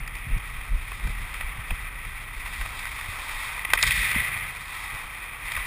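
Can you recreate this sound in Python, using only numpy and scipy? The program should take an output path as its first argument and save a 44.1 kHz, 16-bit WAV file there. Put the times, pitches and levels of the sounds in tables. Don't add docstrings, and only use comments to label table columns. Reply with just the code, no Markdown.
import sys
import numpy as np
from scipy import signal
from scipy.io import wavfile
from scipy.ndimage import uniform_filter1d

SR = 44100
rng = np.random.default_rng(int(sys.argv[2]) if len(sys.argv) > 2 else 0)


def boost(x):
    u = np.asarray(x, float) / 20
    return 10 ** u


def master_out(mix):
    frames = np.transpose(np.atleast_2d(mix))
    ceiling = np.clip(frames, -1, 1)
    pcm = np.round(ceiling * 32767).astype(np.int16)
    wavfile.write(sys.argv[1], SR, pcm)


N = 249606
HALL_T60_S = 1.6

# frequency in Hz, width in Hz, level in dB.
CASE_MODES = [(406, 190, -23.5), (817, 330, -12), (1100, 245, -5), (1290, 129, -2.5), (1538, 115, -7),
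              (1943, 180, -2), (2440, 324, -6), (3193, 192, -6.5), (3650, 283, -4.5), (4340, 307, -9.5),
              (4716, 516, -11), (5064, 425, -11.5), (5506, 280, -15)]
# time in seconds, level in dB.
AIR_SPEED = [(0, -38), (1.0, -36), (1.6, -41), (2.2, -40.5), (2.65, -38.5), (3.1, -43), (4.3, -46),
             (4.9, -47.5), (5.3, -48), (5.66, -44)]
# centre in seconds, peak in dB, length in seconds, flutter in relative dB.
HEAD_LURCHES = [(0.0, -24, 0.13, -21), (0.336, -20.5, 0.16, -17.5), (0.57, -33, 0.074, -17),
                (.74, -24.5, .14, -14), (1.076, -21.5, 0.15, -11.5), (1.199, -28.5, 0.2, -15),
                (1.464, -28, 0.18, -32), (1.589, -31.5, .07, -8), (1.72, -26, 0.058, -11),
                (1.854, -34, 0.085, -15), (2.07, -37, .08, -8), (2.375, -35, 0.062, -12),
                (2.623, -32, 0.19, -23), (3.36, -37, .1, -21), (3.742, -37, 0.12, -13),
                (3.878, -33, 0.14, -1.5), (3.994, -29, 0.15, -6.5), (4.19, -33.5, .12, 0.5),
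                (4.84, -46, 0.066, 0), (4.944, -41, .07, 2), (5.057, -43.5, 0.037, -1),
                (5.33, -46, .07, -12), (5.453, -39, .08, -10), (5.584, -34.5, .14, -26)]
# start in seconds, peak in dB, pitch in Hz.
HELMET_KNOCKS = [
    (.266, -23, 123),
    (0.362, -18, 115),
    (1.076, -27, 129),
    (1.585, -22.5, 99),
    (1.715, -21, 73.5),
    (3.086, -25.5, 82),
    (3.688, -31, 302),
    (3.734, -27, 324),
    (4.1592, -14, 204),
]
# start in seconds, hold in seconds, level in dB.
FAR_CARVES = [
    (2.35, .15, -48.5),
    (2.82, 0.092, -50),
    (3.137, 0.45, -46),
    (4.2, 0.18, -66),
    (4.608, 0.16, -43),
]
# time in seconds, blade loudness in dB, nearness of the closest skater in dB.
PLAY_CURVE = [(0.0, -39.5, -1.5), (0.3, -38, -1), (0.7, -39, 0.5), (1.1, -37.5, 2), (1.45, -36.5, -0.5),
              (1.9, -38, -0.5), (2.3, -38.5, 0.5), (2.56, -34.5, 3.5), (2.76, -36.5, 4.5), (2.9, -34, 1.5),
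              (3.15, -36, 5), (3.45, -33, 3), (3.64, -35, 0), (4.5, -41.5, 4), (4.8, -35, 3),
              (5.4, -38.5, 0), (5.47, -33.5, 1.5), (5.66, -33, 0.5)]
# time in seconds, peak in dB, knock in relative dB, crack in relative dB.
FAR_TICKS = [(0.0755, -28, -5, -4), (0.152, -27, -14, -9), (0.184, -30, -12, -8), (.379, -33, -7, -6),
             (0.61, -30, -3, -11), (0.917, -30, 2, -10), (0.997, -29, -4, -13), (1.071, -29, -3, -7),
             (1.3395, -23, -9, -11), (1.4085, -23, -5, -12), (1.7055, -21, -7, -16), (1.79, -29, -8, -15),
             (2.049, -30, -4, -15), (2.459, -28, -4, -11), (2.611, -22, -8, -13), (2.657, -26, -5, -11),
             (2.791, -26, -9, -7), (2.8525, -24, -5, -9), (2.868, -23, -11, -14), (3.009, -24, -13, -13),
             (3.186, -28, -7, -8), (3.291, -25, -9, -14), (4.114, -19, -5, -8), (4.145, -22, -5, -11),
             (5.518, -18, -9, -8), (5.55, -23, -12, -17), (5.564, -20, -13, -14), (5.573, -28, 4, -6)]
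# time in seconds, peak in dB, knock and crack in relative dB, length in seconds.
PUCK_FIGHT = [(3.576, -30.5, 2.5, -17, 0.011), (3.592, -21.5, -19, -21, 0.0024),
              (3.6485, -16, -8.5, -13, 0.0067), (3.701, -19, -12, -18, 0.01),
              (3.712, -24.5, -20, -17, 0.018), (3.734, -7.5, -3, -3.5, 0.0044),
              (3.74, -19.5, -3, -7.5, 0.028), (3.774, -15, -19, -20, 0.011), (3.787, -18, -10, -10, 0.0093),
              (3.813, -28, -3, 0, 0.0033), (3.8268, -12, -13, 5, 0.003), (3.83, -10, -9.5, -8.5, 0.016),
              (3.868, -16.5, -11.5, -3, 0.026), (3.908, -11, -17, -11, 0.0024),
              (3.919, -25, -7, -0.5, 0.007)]
# frequency in Hz, level in dB, T60 in seconds.
SHOT_MODES = [(1070, -8, .022), (1570, -1, .026), (1960, -4, .016), (2370, -4, .014), (2550, -1, .016)]


def rms_one(x):
    return x / np.sqrt(np.mean(x ** 2) + 1e-20)


def in_time(rows):
    time_s, *columns = np.transpose(rows)
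    return [np.interp(np.arange(N) / SR, time_s, column) for column in columns]


def band(x, low_hz, high_hz, order=2):
    return signal.sosfilt(signal.butter(order, [low_hz, high_hz], "band", fs=SR, output="sos"), x)


def drift(rate_hz):
    r = np.exp(-2 * np.pi * rate_hz / SR)
    return rms_one(signal.lfilter([1], [1, -2 * r, r * r], rng.standard_normal(N + SR))[SR:])


def swell(start_s, rise_s, hold_s, db_per_s):
    t = np.arange(N) / SR - start_s
    return np.clip(t / rise_s, 0, 1) * boost(-db_per_s * np.maximum(t - rise_s - hold_s, 0))


def steadied(x):
    return rms_one(x / (uniform_filter1d(np.abs(rms_one(x)), size=2500) + 0.93))


def case(x):
    out = 0
    for k, (hz, width_hz, db) in enumerate(CASE_MODES):
        r = np.exp(-np.pi * width_hz / SR)
        b = (1 - r * r) / 2 * np.array([1, 0, -1])
        a = [1, -2 * r * np.cos(2 * np.pi * hz / SR), r * r]
        out = out + (-1) ** k * boost(db) * signal.lfilter(b, a, x)
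    return out


def registers(x):
    heard = case(x)
    return band(heard, 257, 1257), band(heard, 1750, 2807, order=3), band(heard, 2644, 7670, order=3)


def hall(x):
    t = np.arange(round(1.5 * SR)) / SR
    onset = np.clip((t - 0.02) / 0.047, 0, 1)
    tail = rng.standard_normal(len(t)) * boost(-60 * t / HALL_T60_S) * onset
    tail = band(tail, 1690, 2530)
    return signal.fftconvolve(x, tail / np.sqrt(np.sum(tail ** 2)))[:N]


def lingering(gain):
    r = boost(-120 / (HALL_T60_S * SR))
    power = signal.lfilter([1 - r], [1, -r], gain ** 2, zi=[r * gain[0] ** 2])[0]
    return np.sqrt(power)


def hiss():
    return boost(-59.5) * rms_one(band(rng.standard_normal(N), 173, 350, order=1))


def buffeting():
    air_db, = in_time(AIR_SPEED)
    rumble_power = boost(air_db) ** 2
    flutter_power = boost(-47.5 + 0.55 * (air_db + 39.5)) ** 2
    for centre_s, peak_db, length_s, flutter_db in HEAD_LURCHES:
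        phase = np.clip((np.arange(N) / SR - centre_s) / length_s, -0.5, 0.5)
        lump = boost(peak_db) ** 2 * np.cos(np.pi * phase) ** 4
        rumble_power = rumble_power + lump
        flutter_power = flutter_power + boost(flutter_db) ** 2 * lump
    turn = boost(-42) * swell(start_s=3.64, rise_s=0.21, hold_s=0.5, db_per_s=36)
    flutter_power = flutter_power + turn ** 2

    rush = boost(-16.5) * rms_one(band(rng.standard_normal(N), 177, 686))
    rumble = rms_one(band(rng.standard_normal(N), 24.1, 46.3))
    flutter = band(rng.standard_normal(N), 25.3, 90.5, order=1)
    flutter = rms_one(band(flutter, 44.3, 163, order=3))
    rumble_gain = boost(1.36 * drift(3.8)) * np.sqrt(rumble_power)
    flutter_gain = boost(0.57 * drift(17)) * np.sqrt(flutter_power)
    return rumble_gain * steadied(rumble) + flutter_gain * (steadied(flutter) + rush)


def jolts():
    out = np.zeros(N)
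    t = np.arange(round(0.06 * SR)) / SR
    for start_s, peak_db, hz in HELMET_KNOCKS:
        i = round(start_s * SR)
        swing = np.sin(2 * np.pi * hz * t) * boost(-9 * hz * t)
        out[i:i + len(t)] += boost(peak_db) * swing * np.minimum(t / 0.0041, 1)
    return out


def far_turns():
    gain = sum(boost(db) * swell(start_s, 0.027, hold_s, 48) for start_s, hold_s, db in FAR_CARVES)
    return lingering(gain) * rms_one(band(case(rng.standard_normal(N)), 710, 1170))


def chips(per_s, spread_db):
    sizes = boost(spread_db * np.minimum(rng.exponential(1, N), 5)) * rng.choice([-1, 1], N)
    breaks = rng.random(N) < per_s * boost(4.5 * drift(30)) / SR
    return rms_one(sizes * breaks)


def skates():
    play_db, near_db = in_time(PLAY_CURVE)
    play_swing_db = play_db + 38
    stop_s = 3.748
    grind = swell(stop_s, rise_s=0.17, hold_s=0.26, db_per_s=31.5)
    snow = boost(-34) * swell(stop_s, rise_s=0.075, hold_s=0.2, db_per_s=32)

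    drone_gain = np.hypot(boost(-46 + 0.8 * play_swing_db + 0.26 * near_db), boost(-39) * grind)
    scrape_gain = np.hypot(boost(play_db), boost(-25.5) * grind)
    spray_gain = np.hypot(boost(-51 + 1.2 * play_swing_db + near_db), snow)

    wash = rng.standard_normal(N) * boost(1.2 * drift(33))
    drone, scrape, spray = registers(wash + boost(-8.5) * chips(per_s=1500, spread_db=3.5))
    drone = lingering(drone_gain) * boost(1.0 * drift(3)) * rms_one(drone)
    scrape = scrape_gain * boost(0.5 * drift(7.1)) * rms_one(scrape)
    spray = spray_gain * boost(0.75 * drift(6.6)) * rms_one(spray)
    return drone + scrape + spray


def clacks():
    out = np.zeros(N)
    t = np.arange(round(0.06 * SR)) / SR
    tick_length_s = 0.007
    contacts = PUCK_FIGHT + [(*tick, tick_length_s) for tick in FAR_TICKS]
    for time_s, peak_db, knock_db, crack_db, length_s in contacts:
        rattle = rng.standard_normal(len(t))
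        chatter = np.sign(rattle) * np.abs(rattle) ** 0.5 * np.exp(-(1.31 * t / length_s) ** 3)
        knock, body, crack = [part / np.abs(part).max() for part in registers(chatter)]
        hit = boost(peak_db + 1.27) * (boost(knock_db - 0.5) * knock + body + boost(crack_db - 0.3) * crack)
        edge = band(crack, 4440, 5600)
        hit = hit + boost(peak_db - 9 + 1.8 * crack_db) * edge / np.abs(edge).max()
        i = round((time_s - 0.0006) * SR)
        out[i:i + len(t)] += hit[:N - i]
    return out


def shot():
    t = np.maximum(np.arange(N) / SR - 3.7342, 0)
    rings = np.zeros(N)
    for k, (hz, db, t60_s) in enumerate(SHOT_MODES):
        rings += (-1) ** k * boost(-5.5 + db - 60 * t / t60_s) * np.sin(2 * np.pi * hz * t)
    return rings * np.minimum(t / 0.0015, 1)


def scene():
    hits = clacks() + shot()
    noise = hiss() + buffeting() + jolts()
    mix = noise + far_turns() + skates() + hits + boost(-16.5) * hall(hits)
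    return mix[None]


def band_limit(x):
    return signal.sosfilt(signal.butter(12, 16470, fs=SR, output="sos"), x)


def record(dry):
    sample_hz, hold, cutoff_hz = 12000, 4, 15240
    slow = signal.resample(dry, round(N * sample_hz / SR), axis=1)
    held = signal.resample(np.repeat(slow, hold, axis=1), N, axis=1)
    low_pass = signal.ellip(8, 0.3, 47, cutoff_hz, fs=SR, output="sos")
    return band_limit(signal.sosfilt(low_pass, held))


dry = scene()
out = record(dry)
master_out(out)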